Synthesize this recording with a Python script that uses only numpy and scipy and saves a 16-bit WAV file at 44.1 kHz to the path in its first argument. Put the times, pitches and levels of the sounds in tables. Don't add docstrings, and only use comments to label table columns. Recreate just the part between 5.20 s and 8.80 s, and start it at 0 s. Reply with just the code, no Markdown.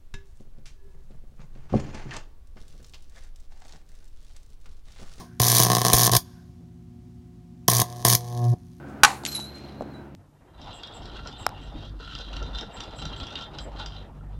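import sys
import numpy as np
from scipy import signal
from scipy.fft import rfft, irfft
from scipy.io import wavfile
from scipy.ndimage import uniform_filter1d

SR = 44100
rng = np.random.default_rng(int(sys.argv[2]) if len(sys.argv) > 2 else 0)


def store_wav(level_fs):
    pcm = np.round(np.clip(np.atleast_2d(level_fs), -1, 1) * 32767)
    wavfile.write(sys.argv[1], SR, pcm.T.astype(np.int16))


N = 158760
MAINS_HZ = 60


def undb(db):
    return 10 ** (np.asarray(db) / 20)


def unit(x):
    return x / np.sqrt(np.mean(x ** 2))


def clock():
    return np.arange(N) / SR


def noise():
    return rng.standard_normal(N)


def fade(t60_s):
    return np.exp(-np.log(1000) * clock() / t60_s)


def through(x, response):
    return signal.fftconvolve(x, response)[:N]


def filtered(x, order, hz, kind):
    return signal.sosfilt(signal.butter(order, hz, kind, fs=SR, output="sos"), x)


def colour(points, size=2048):
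    hz, db = np.array(points).T
    bins = np.maximum(np.fft.rfftfreq(size, 1 / SR), 1)
    curve_db = np.interp(np.log(bins), np.log(hz), db)
    cepstrum = irfft(np.log(undb(curve_db)))
    cepstrum[1:size // 2] *= 2
    cepstrum[size // 2 + 1:] = 0
    return unit(irfft(np.exp(rfft(cepstrum)))) / np.sqrt(size)


def walk(rate_hz):
    hold = int(SR / rate_hz)
    steps = rng.standard_normal(N // hold + 1)
    return uniform_filter1d(np.repeat(steps, hold), hold)[:N]


def clicks(times, sizes):
    return np.bincount(np.clip(times * SR, 0, N - 1).astype(int), sizes, N)


def swell(times, level_db):
    t = clock()
    return undb(np.interp(t, times, level_db)) * (t > times[0]) * (t < times[-1])


def opening_hiss(level_db=-46.5, t60_s=.25):
    hiss = through(noise(), colour(CRACK_EQ)) + undb(5.5) * through(noise(), colour(RING_EQ))
    return undb(level_db) * fade(t60_s) * hiss


# pitch_hz, level_db
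MOTOR_PARTIALS = [(58.6, -54.5), (85.9, -52.5), (120.3, -51.5), (171, -48.5), (240.6, -51.5), (360.1, -58),
                  (720.1, -68)]
def motor(trim_db=-3.5, waver_db=2):
    drone = np.zeros(N)
    for pitch_hz, level_db in MOTOR_PARTIALS:
        gain = undb(level_db + trim_db + waver_db * walk(28))
        drone += gain * np.sin(2 * np.pi * pitch_hz * clock() + walk(4.7))
    return np.sqrt(2) * drone


# frequency_hz, gain_db
YARD_EQ = [(25, -23), (50, -7.5), (90, -4), (170, -9.5), (260, -8.5), (330, -24.5), (430, -34.5),
           (800, -34), (1500, -41.5), (6000, -46), (16000, -56.5)]
def yard_air(level_db=-50.5, waver_db=.7):
    return undb(level_db + waver_db * walk(5)) * through(noise(), colour(YARD_EQ))


# middle_s, level_db
BIRD_CALLS = [(.11, -63.5), (1.158, -67)]
def bird(pitch_hz=1536, width_hz=110, spread_s=.07):
    voice = unit(signal.lfilter(*signal.iirpeak(pitch_hz, pitch_hz / width_hz, SR), noise()))
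    return voice * sum(undb(db) * np.exp(-.5 * ((clock() - s) / spread_s) ** 2) for s, db in BIRD_CALLS)


# start_s, length_s, shower_db, thump_db
FLARES = [(0.198, 0.0049, -20, -21.5), (0.732, 0.0047, -7, -10), (0.919, .003, -19.5, -23),
          (0.965, 0.0059, -12.5, -26.5), (2.4798, 0.005, -12.5, -31), (2.848, 0.0037, -23, -25.5)]
def with_flares(gain):
    t = clock()
    for start_s, length_s, shower_db, _ in FLARES:
        gain = np.hypot(gain, undb(shower_db) * (t > start_s) * (t < start_s + length_s))
    return gain


# start_s, sizzle_db, crackle_db, hum_db
ARC_STAGES = [(0.201, -25, -34, -19.5), (0.216, -19, -27.5, -23), (0.451, -29, -33.5, -26.5),
              (.590, -31.5, -32, -29), (0.642, -27, -28, -29), (0.737, -19, -26, -22.5),
              (0.875, -42.5, -43, -30), (.916, -22.5, -27.5, -21.5), (0.974, -92.5, -84.5, -95),
              (2.481, -22, -27.5, -24), (2.622, -49, -46.5, -89.5), (2.85, -20, -26.5, -23),
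              (2.959, -49, -51, -86), (3.305, -53.5, -56, -90), (3.34, -67, -78, -88)]
def arc_gains(times):
    rows = np.array(ARC_STAGES)
    current = np.searchsorted(np.sort(rows[:, 0]), times) - 1
    return undb(rows[current, 1:]).T


def relightings(first_s=.0011):
    count = np.arange(int(N / SR * 2 * MAINS_HZ))
    return first_s + count / (2 * MAINS_HZ), count % 2


# frequency_hz, gain_db
SIZZLE_EQ = [(900, -38), (1420, -19.5), (1720, -9.5), (2100, -16), (2300, -9), (2650, -19), (3300, -6.5),
             (5400, -2), (6800, -1.5), (7700, -12.5), (9400, 0), (10400, -4.5), (11600, 1), (13000, -6),
             (16000, -10)]
def sizzle(puff_spread_s=.0017, weak_half_db=-9, scatter_db=1.68, floor_db=-18.5,
           grain_db=4, spit_db=3, dull_below_db=-33):
    times, weak = relightings()
    sizes = undb(weak_half_db * weak + scatter_db * rng.standard_normal(len(times)))
    puff = signal.windows.gaussian(SR // MAINS_HZ, puff_spread_s * SR)
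    puffs = signal.fftconvolve(clicks(times, sizes), puff, "same")
    gain = with_flares(unit(puffs + undb(floor_db)) * arc_gains(clock())[0])
    shower = gain * unit(noise() * undb(grain_db * noise() + spit_db * walk(2500)))
    brightness = gain / (gain + undb(dull_below_db))
    dull = filtered(shower * (1 - brightness), 1, 6000, "low")
    return through(shower * brightness + dull, colour(SIZZLE_EQ))


# frequency_hz, gain_db
CRACK_EQ = [(500, -20), (1700, -14.5), (2600, -10.5), (3400, -3), (5300, 1.5), (6600, 0), (7600, -14),
            (9300, -1.5), (10600, -8), (11500, -10.5), (12800, -11), (16000, -13)]
# frequency_hz, gain_db
RING_EQ = [(60, -17), (185, 3.5), (250, -11), (345, -2), (460, -5), (550, -10.5), (730, 2), (860, -13),
           (990, -1), (1075, 4), (1200, -10.5), (1420, -30.5), (1680, -12), (2000, -17), (2600, -22.5),
           (8000, -60.5)]
def sparks(times, crack_gains, ring_gains, ring_lag_s=.00037, detune=.014):
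    rings = np.zeros(2 * N)
    for start_s, gain, shift in zip(times, ring_gains, rng.standard_normal(len(times))):
        ring = colour(np.array(RING_EQ) * [1 + detune * shift, 1])
        start = max(int((start_s + ring_lag_s) * SR), 0)
        rings[start:start + len(ring)] += gain * ring
    cracks = through(clicks(times, crack_gains), colour(CRACK_EQ))
    return -cracks - rings[:N]


# start_s, crack_db, ring_db
SNAPS = [(0.2007, -1.5, 5), (0.4011, 3, 8), (0.4246, 5, 0), (0.4338, 4.5, 0), (0.4506, -2, 2.5),
         (0.4666, -6.5, 5.5), (0.485, -7.5, -1.5), (0.5014, 0, 8.5), (0.518, 2.5, 6.5), (0.5329, -3, 4.5),
         (0.5511, 4.5, 4.5), (0.5684, 0.5, 7), (0.584, -5.5, 1.5), (0.6171, 0, 4.5), (0.6505, 4, 7.5),
         (0.6661, 2, 5), (0.6834, 3, 1.5), (0.7006, 0.5, 5.5), (0.7351, -3, 8.5), (0.8767, 1, 7),
         (0.8951, -4, 4.5), (0.9356, 4.5, 6), (0.9519, 5.5, 7), (0.9681, 1.5, -0.5), (2.4845, 6.5, 11.5),
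         (2.6184, -1, 5), (2.851, 3.5, 10)]
def snaps():
    start_s, crack_db, ring_db = np.array(SNAPS).T
    return sparks(start_s, undb(crack_db), undb(ring_db))


def crackle(lag_s=.0008, jitter_s=.0009, scatter_db=4, weak_half_db=7.5,
            crack_db=-4.5, crack_scatter_db=10):
    times, weak = relightings()
    size, shift, sharpness = rng.standard_normal((len(times), 3)).T
    start_s = times + lag_s + jitter_s * shift
    sizes = unit(undb(scatter_db * np.tanh(size) + weak_half_db * weak))
    ring_gains = arc_gains(start_s)[1] * sizes * np.sqrt(N / len(times))
    crack_ratios = undb(crack_db) * unit(undb(crack_scatter_db * np.tanh(sharpness)))
    return sparks(start_s, crack_ratios * ring_gains, ring_gains)


# harmonic_number, relative_db
BUZZ_OVERTONES = [(2, -3), (3, 0.5), (4, -7.5), (5, -8), (6, 0.5), (7, -15.5), (8, -8.5), (9, -13.5),
                  (10, -24.5), (14, -27.5)]
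# time_s, hum_db, buzz_db
ARC_STRETCH = [(2.62, -44, -50.5), (2.84, -40, -53), (2.97, -36.5, -50.5), (3.07, -37, -48),
               (3.17, -28.5, -40.5), (3.259, -19.5, -36), (3.31, -16, -48.5), (3.342, -21, -35.5)]
def hum(lag_s=.0028, smoothing_s=.006, waver_db=3.5, flutter_db=1.7):
    time_s, hum_db, buzz_db = np.array(ARC_STRETCH).T
    phase = 2 * np.pi * 2 * MAINS_HZ * (clock() - lag_s)
    buzz = np.zeros(N)
    for harmonic, relative_db in BUZZ_OVERTONES:
        gain = undb(relative_db + waver_db * walk(6.6))
        buzz += gain * np.cos(harmonic * phase + 2 * np.pi * rng.random())
    fluttering = arc_gains(clock())[2] * undb(flutter_db * walk(60))
    gains = np.array([fluttering + swell(time_s, hum_db), swell(time_s, buzz_db)])
    hum_gain, buzz_gain = uniform_filter1d(gains, int(smoothing_s * SR))
    return np.sqrt(2) * (hum_gain * np.cos(phase) + buzz_gain * buzz)


def thumps(thump_hz=58, pop_hz=345, pop_db=2.5):
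    start_s, length_s, _, thump_db = np.array(FLARES).T
    thump = fade(t60_s=.051) * np.sin(2 * np.pi * thump_hz * clock())
    pop = undb(pop_db) * fade(t60_s=.013) * np.sin(2 * np.pi * pop_hz * clock())
    return -through(clicks(start_s + length_s, undb(thump_db)), thump + pop)


def echoes(x, shed_db=-9, trees_db=-35.5):
    shed = filtered(noise(), 2, 400, "high") * fade(t60_s=.11)
    trees = filtered(noise(), 1, [300, 4970], "band") * fade(t60_s=.93)
    return through(x, undb(shed_db) * unit(shed) + undb(trees_db) * unit(trees)) / np.sqrt(N)


def rumble(start_s=1.4, gain_db=-34.5, centre_hz=95, rise_s=.024, t60_s=.18):
    age = np.maximum(clock() - start_s, 0)
    low = unit(filtered(noise(), 2, [centre_hz / 2, centre_hz * 2], "band"))
    envelope = (1 - np.exp(-age / rise_s)) * np.exp(-np.log(1000) * age / t60_s)
    return undb(gain_db) * low * envelope


def scene():
    arc = sizzle() + crackle() + snaps() + thumps() + hum()
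    return (arc + echoes(arc) + motor() + yard_air() + opening_hiss() + rumble() + bird())[None]


def record(dry, low_hz=38, top_hz=15850):
    clipped = np.clip(filtered(dry, 2, low_hz, "high"), -1, 1)
    return signal.sosfilt(signal.ellip(10, .2, 70, top_hz, fs=SR, output="sos"), clipped)


dry = scene()
out = record(dry)
store_wav(out)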